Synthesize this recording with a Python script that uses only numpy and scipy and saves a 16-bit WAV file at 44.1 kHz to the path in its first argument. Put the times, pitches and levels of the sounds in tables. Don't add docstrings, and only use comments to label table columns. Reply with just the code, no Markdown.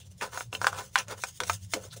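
import sys
import numpy as np
from scipy import signal
from scipy.fft import rfft, irfft
from scipy.io import wavfile
from scipy.ndimage import map_coordinates

SR = 44100
rng = np.random.default_rng(int(sys.argv[2]) if len(sys.argv) > 2 else 0)


def dump_mix(stems):
    frames = np.atleast_2d(stems).T
    limited = np.clip(frames, -1, 1)
    pcm = np.round(limited * 32767).astype(np.int16)
    wavfile.write(sys.argv[1], SR, pcm)


N = 88200
T = np.arange(N) / SR


def amp(db):
    return 10 ** (np.asarray(db) / 20)


def unit(x):
    return x / np.sqrt(np.mean(x ** 2) + 1e-20)


def add(mix, start_s, sound):
    part = mix[max(round(start_s * SR), 0):][:len(sound)]
    part += sound[:len(part)]


def shape(x, points, size=4096):
    hz, db = np.transpose(points)
    log_hz = np.log(abs(np.fft.fftfreq(size, 1 / SR)) + 1)
    log_gain = np.log(amp(np.interp(log_hz, np.log(hz), db)))
    response = np.exp(np.conj(signal.hilbert(log_gain)))
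    taps = np.fft.ifft(response).real[:size // 2]
    return signal.fftconvolve(x, taps)[:len(x)]


def colour(x, points):
    return shape(x, points) / np.linalg.norm(shape(signal.unit_impulse(SR // 16), points))


def drift(rate_hz):
    keep_slow = np.exp(-(np.fft.rfftfreq(N, 1 / SR) / rate_hz) ** 2)
    return unit(irfft(rfft(rng.standard_normal(N)) * keep_slow, N))


def clicks(per_s, spread_db):
    size = amp(spread_db * np.minimum(rng.exponential(1, N), 4))
    return unit(size * rng.choice([-1., 1.], N) * (rng.random(N) < per_s / SR))


def grit():
    return clicks(per_s=4100, spread_db=5.5)


STROKE_DROP_DB, STROKE_CURVE = 20.5, 1.35
CLUMP_DB, CLUMP_HZ = 1.72, 240
GLANCE_S, GLANCE_SWING, GLANCE_GAIN, GLANCE_HZ = 0.000604, 0.23, 0.45, 6.97
# (frequency [Hz], level [dB])
SWISH_TONE = [(300, -35), (1000, -29), (1500, -17), (3000, -5), (4600, -8), (6400, 0.5), (7800, -5.5),
              (9400, -3.5), (11000, -12.5), (13500, -23), (15200, -6)]
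SCRAPE_TONE = [(200, -56), (500, -13.5), (800, 0), (1100, 3), (1500, -0.5), (2000, -7.5), (3200, -10),
               (5000, -11), (9000, -38), (16000, -37)]
RUB_TONE = [(80, -15.5), (200, -3), (300, -9), (400, 4.5), (530, 5.5), (720, -2.5), (1200, -24.5),
            (4000, -62.5)]
# (time of hardest push [s], rise [s], fall [s], swish [dB], scrape [dB], rub [dB])
BRUSH_STROKES = [ (.005, 0.055, 0.039, -52, -73, -63), (0.066, 0.031, 0.021, -56, -90, -67),
                 (.117, 0.018, 0.023, -54.5, -89, -70), (.185, 0.02, 0.091, -55, -90, -68),
                 (0.222, 0.013, 0.059, -38.5, -32, -43), (0.248, 0.037, 0.05, -48, -51, -44.5),
                 (0.343, 0.027, 0.034, -44, -39, -47.5), (0.394, 0.087, 0.068, -40, -59, -54),
                 (0.536, 0.016, 0.06, -40.5, -48, -46), (0.631, 0.04, 0.058, -45.5, -45.5, -46),
                 (0.685, 0.084, 0.033, -39.5, -44.5, -47), (0.749, 0.1, 0.038, -50.5, -46, -48.5),
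                 (0.788, 0.048, 0.052, -40.5, -37, -43.5), (0.848, 0.13, 0.075, -50, -64.5, -60.5),
                 (0.95, 0.034, 0.053, -46.5, -68, -63), (0.988, 0.023, 0.047, -35.5, -37, -44),
                 (1.117, 0.039, 0.036, -41.5, -36.5, -39), (1.184, 0.026, 0.015, -48, -50, -49.5),
                 (1.226, 0.055, 0.028, -41, -77, -86), (1.287, 0.079, 0.032, -43.5, -56.5, -67),
                 (1.373, 0.083, 0.027, -49, -88, -97), (1.417, 0.021, 0.034, -50, -45.5, -37.5),
                 (1.497, 0.081, 0.052, -37, -51.5, -51.5), (1.535, 0.028, 0.042, -35, -52.5, -71),
                 (1.633, 0.051, 0.054, -51, -83, -85), (1.731, 0.039, 0.029, -40, -77.5, -76.5),
                 (1.753, 0.022, 0.062, -46, -45, -37), (1.845, 0.064, 0.056, -47, -56, -52),
                 (1.934, 0.023, 0.027, -44, -53.5, -73), (1.967, 0.013, 0.028, -43, -65, -50)]


def brushing():
    power = np.zeros((3, N))
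    for peak_s, rise, fall, *levels_db in BRUSH_STROKES:
        from_peak = np.maximum((peak_s - T) / rise, (T - peak_s) / fall)
        power += amp(np.array(levels_db)[:, None] - STROKE_DROP_DB * from_peak ** STROKE_CURVE) ** 2
    clumps = unit(amp(CLUMP_DB * drift(CLUMP_HZ)))
    swish, scrape, rub = np.sqrt(power) * clumps
    hiss = colour(swish * clicks(per_s=18000, spread_db=4), SWISH_TONE)
    delay = GLANCE_S * (1 + GLANCE_SWING * drift(GLANCE_HZ))
    glance = map_coordinates(hiss, [(T - delay) * SR])
    hiss = (hiss + GLANCE_GAIN * glance) / np.hypot(1, GLANCE_GAIN)
    ring = metal_ring()
    ringing = signal.fftconvolve(scrape * grit(), ring / np.linalg.norm(ring))[:N]
    scratching = colour(scrape * grit(), SCRAPE_TONE)
    rubbing = colour(rub * grit(), RUB_TONE)
    return hiss + amp(-3) * scratching + amp(-3.5) * ringing + rubbing


# (pitch [Hz], level [dB], time to fade 60 dB [s])
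METAL_NOTES = [(404, -41, 0.013), (539, -18, 0.024), (783, -13.5, 0.047), (1021, -10, 0.027),
               (1187, -5, 0.0084), (1469, -8, 0.015), (1372, -7.5, 0.014), (1670, -26, 0.033),
               (2040, -30, 0.022), (2160, -17.5, 0.015), (2350, -38, 0.014), (3295, -19, 0.03),
               (4440, -46, 0.024)]


def metal_ring(pitch=1, rise_s=0.000061, low_cut_hz=444):
    t = T[:SR // 8]
    ring = sum(amp(db - 60 * t / fade_s) * np.cos(2 * np.pi * hz * pitch * t)
               for hz, db, fade_s in METAL_NOTES)
    low_cut = signal.butter(2, low_cut_hz, "high", fs=SR)
    return signal.lfilter(*low_cut, ring * (1 - np.exp(-t / rise_s)))


# (time [s], half length [s], pitch [Hz], level [dB])
BRISTLE_SLIPS = [(0.005, 0.068, 3280, -59), (0.063, 0.01, 3600, -64), (0.215, 0.011, 2390, -40),
                 (0.991, 0.037, 2700, -37.5), (0.993, 0.021, 1620, -38), (1.925, 0.026, 4040, -48),
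                 (1.935, 0.011, 1510, -50)]


def rasps(width=0.34):
    out = np.zeros(N)
    for peak_s, half_s, hz, db in BRISTLE_SLIPS:
        band = signal.butter(2, [hz * (1 - width / 2), hz * (1 + width / 2)], "band", fs=SR)
        rasp = unit(signal.lfilter(*band, grit()))
        out += rasp * amp(db - STROKE_DROP_DB * ((T - peak_s) / half_s) ** 2)
    return out


# (delay [s], strength [ratio])
BAY_ECHOES = [(.00205, 0.084), (.00275, 0.063), (.00395, 0.25), (.008, 0.08)]


def engine_bay(x, tail_db, fade_s=0.081):
    t = T[:SR // 4]
    tail = rng.standard_normal(len(t)) * amp(-60 * t / fade_s) * np.minimum(t / 0.003, 1)
    response = amp(tail_db) * tail / np.linalg.norm(tail)
    for delay, gain in [(0.00063, 0.9)] + list(BAY_ECHOES):
        add(response, delay, np.array([gain]))
    return signal.fftconvolve(x, response / np.linalg.norm(response))[:N]


# (pitch [Hz], pitch wobble [Hz], level [dB])
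HUM_TONES = [(99.4, 9.6, -3), (176.5, 11.9, -14.5)]
# (time [s], level [dB])
HUM_SWELLS = [(0, -55), (.15, -49.5), (.22, -63), (.43, -60.5), (.48, -39.5), (.56, -52), (.61, -40),
              (.66, -52.5), (.73, -42), (.85, -58.5), (.93, -60.5), (.98, -54.5), (1.03, -64), (1.08, -42),
              (1.16, -53), (1.33, -67), (1.4, -57.5), (1.47, -45.5), (1.57, -38.5), (1.61, -53.5),
              (1.645, -39), (1.68, -49.5), (1.77, -52.5), (1.83, -45), (1.89, -51), (1.94, -41.5),
              (2, -45.5)]


def hum(wobble_hz=17.45, flutter=0.31):
    tones = np.zeros(N)
    for hz, swing_hz, db in HUM_TONES:
        level = 1 + flutter * drift(wobble_hz)
        pitch_hz = hz + swing_hz * drift(wobble_hz)
        tones += amp(db) * unit(level * np.sin(2 * np.pi * np.cumsum(pitch_hz) / SR))
    return amp(np.interp(T, *np.transpose(HUM_SWELLS))) * tones


# (frequency [Hz], level [dB])
AIR_TONE = [(20, -8.5), (40, -13), (62, 5.5), (110, 12), (185, -0.5), (260, -13), (700, -21.5),
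            (1000, -22.5), (1500, -28), (5000, -24), (12000, -35), (16000, -39)]


def air(level_db=-55.5):
    return amp(level_db) * unit(colour(rng.standard_normal(N), AIR_TONE))


TICK_DB, TICK_FADE_S, CRACK_DB, CRACK_FADE_S, TICK_RISE_S = -20.5, 0.037, -7, 0.0031, 0.00029
KNOCK_BANDS_HZ = [600, 900, 1600, 2200, 3400, 5500]
# (frequency [Hz], level [dB])
TICK_TONE = [(900, -42), (2000, -4.5), (3300, -2.5), (4500, 2), (6000, 2.5), (8500, -2.5), (11000, -12.5),
             (13500, -27.5), (15500, -11.5)]
# (time [s], level [dB], pitch [ratio], thud [dB], high ring [dB], tick [dB])
BRUSH_KNOCKS = [ (0.2113, -20.5, 1.13, -6, 2, -2.5), (.3345, -36, 1.2, -9, -3, -2),
                (0.3745, -16, 0.97, 0.5, -5.5, -7), (0.407, -19.5, 0.96, 3, 2, -31),
                (0.5278, -26, 0.98, 12.5, -1, -2), (0.55, -27, 1.0, 12.5, -2, 4),
                (0.615, -12.5, 0.97, -0.5, -9, -5), (0.6439, -5.5, 1.042, -4.5, -10, -10.5),
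                (0.668, -1, 1.03, -4, -4, -2.5), (0.7288, -18, 0.94, -4, -17, -7),
                (0.9562, -1.5, 1.03, -16, 0, -5.5), (0.9787, -25, 1.2, -2, 14, 9),
                (0.9858, -25, 1.9, -13, 5, 16.5), (1.0824, -37, 1.13, 20.5, 9, 12.5),
                (1.2368, -14, 1.0, 3, -2.5, 4), (1.4027, -12.5, 0.98, -9, 3, 3),
                (1.4347, -23.5, 0.96, -2, 8.5, 8.5), (1.4964, -9, 0.91, -1, -1.5, -3.5),
                (1.7359, -15.5, 0.92, 7, 9.5, 10), (1.7387, -23.5, 0.77, 3.5, 0.5, 16)]


def knocks():
    out, t = np.zeros(N), T[:SR // 8]
    fade = amp(TICK_DB - 60 * t / TICK_FADE_S) + amp(CRACK_DB - 60 * t / CRACK_FADE_S)
    fade *= 1 - np.exp(-t / TICK_RISE_S)
    for start_s, db, pitch, thud_db, high_db, tick_db in BRUSH_KNOCKS:
        tick = colour(fade * rng.standard_normal(len(t)), TICK_TONE)
        spot_tone = list(zip(KNOCK_BANDS_HZ, [thud_db, 0, 0, high_db, high_db, tick_db]))
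        knock = shape(amp(-3.5) * metal_ring(pitch) + tick, spot_tone)
        add(out, start_s, amp(db) * engine_bay(knock, tail_db=-7.5))
    return out


# (time [s], pitch [Hz], level [dB], time to fade 60 dB [s])
PART_NOTES = [(.5283, 2800, -21.5, 0.01), (.5283, 3200, -30, 0.007), (.529, 1160, -31.5, 0.027),
              (.53, 263, -50, 0.25), (.5497, 3010, -18.5, 0.015), (.5497, 2720, -27.5, 0.023),
              (.5497, 4030, -24, 0.0088), (1.082, 6830, -37, 0.021), (1.2369, 2460, -19, .012),
              (1.4967, 2380, -16, 0.014), (1.4972, 1284, -8.5, 0.013), (1.4967, 6410, -25, 0.024),
              (1.741, 288, -32, 0.093), (1.739, 330, -37.5, 0.16)]


def part_rings(rise_cycles=0.94):
    out, t = np.zeros(N), T[:SR // 4]
    for start_s, hz, db, fade_s in PART_NOTES:
        rise = 1 - np.exp(-t * hz / rise_cycles)
        add(out, start_s, amp(db - 60 * t / fade_s) * rise * np.sin(2 * np.pi * hz * t))
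    return out


def scene():
    cleaning = engine_bay(brushing() + rasps() + part_rings(), tail_db=-9) + knocks()
    return (cleaning + hum() + air())[None]


def record(dry):
    treble_cut = signal.firwin(401, 15750, window=("kaiser", 8), fs=SR)
    return signal.oaconvolve(dry, treble_cut[None], "same")


dry = scene()
out = record(dry)
dump_mix(out)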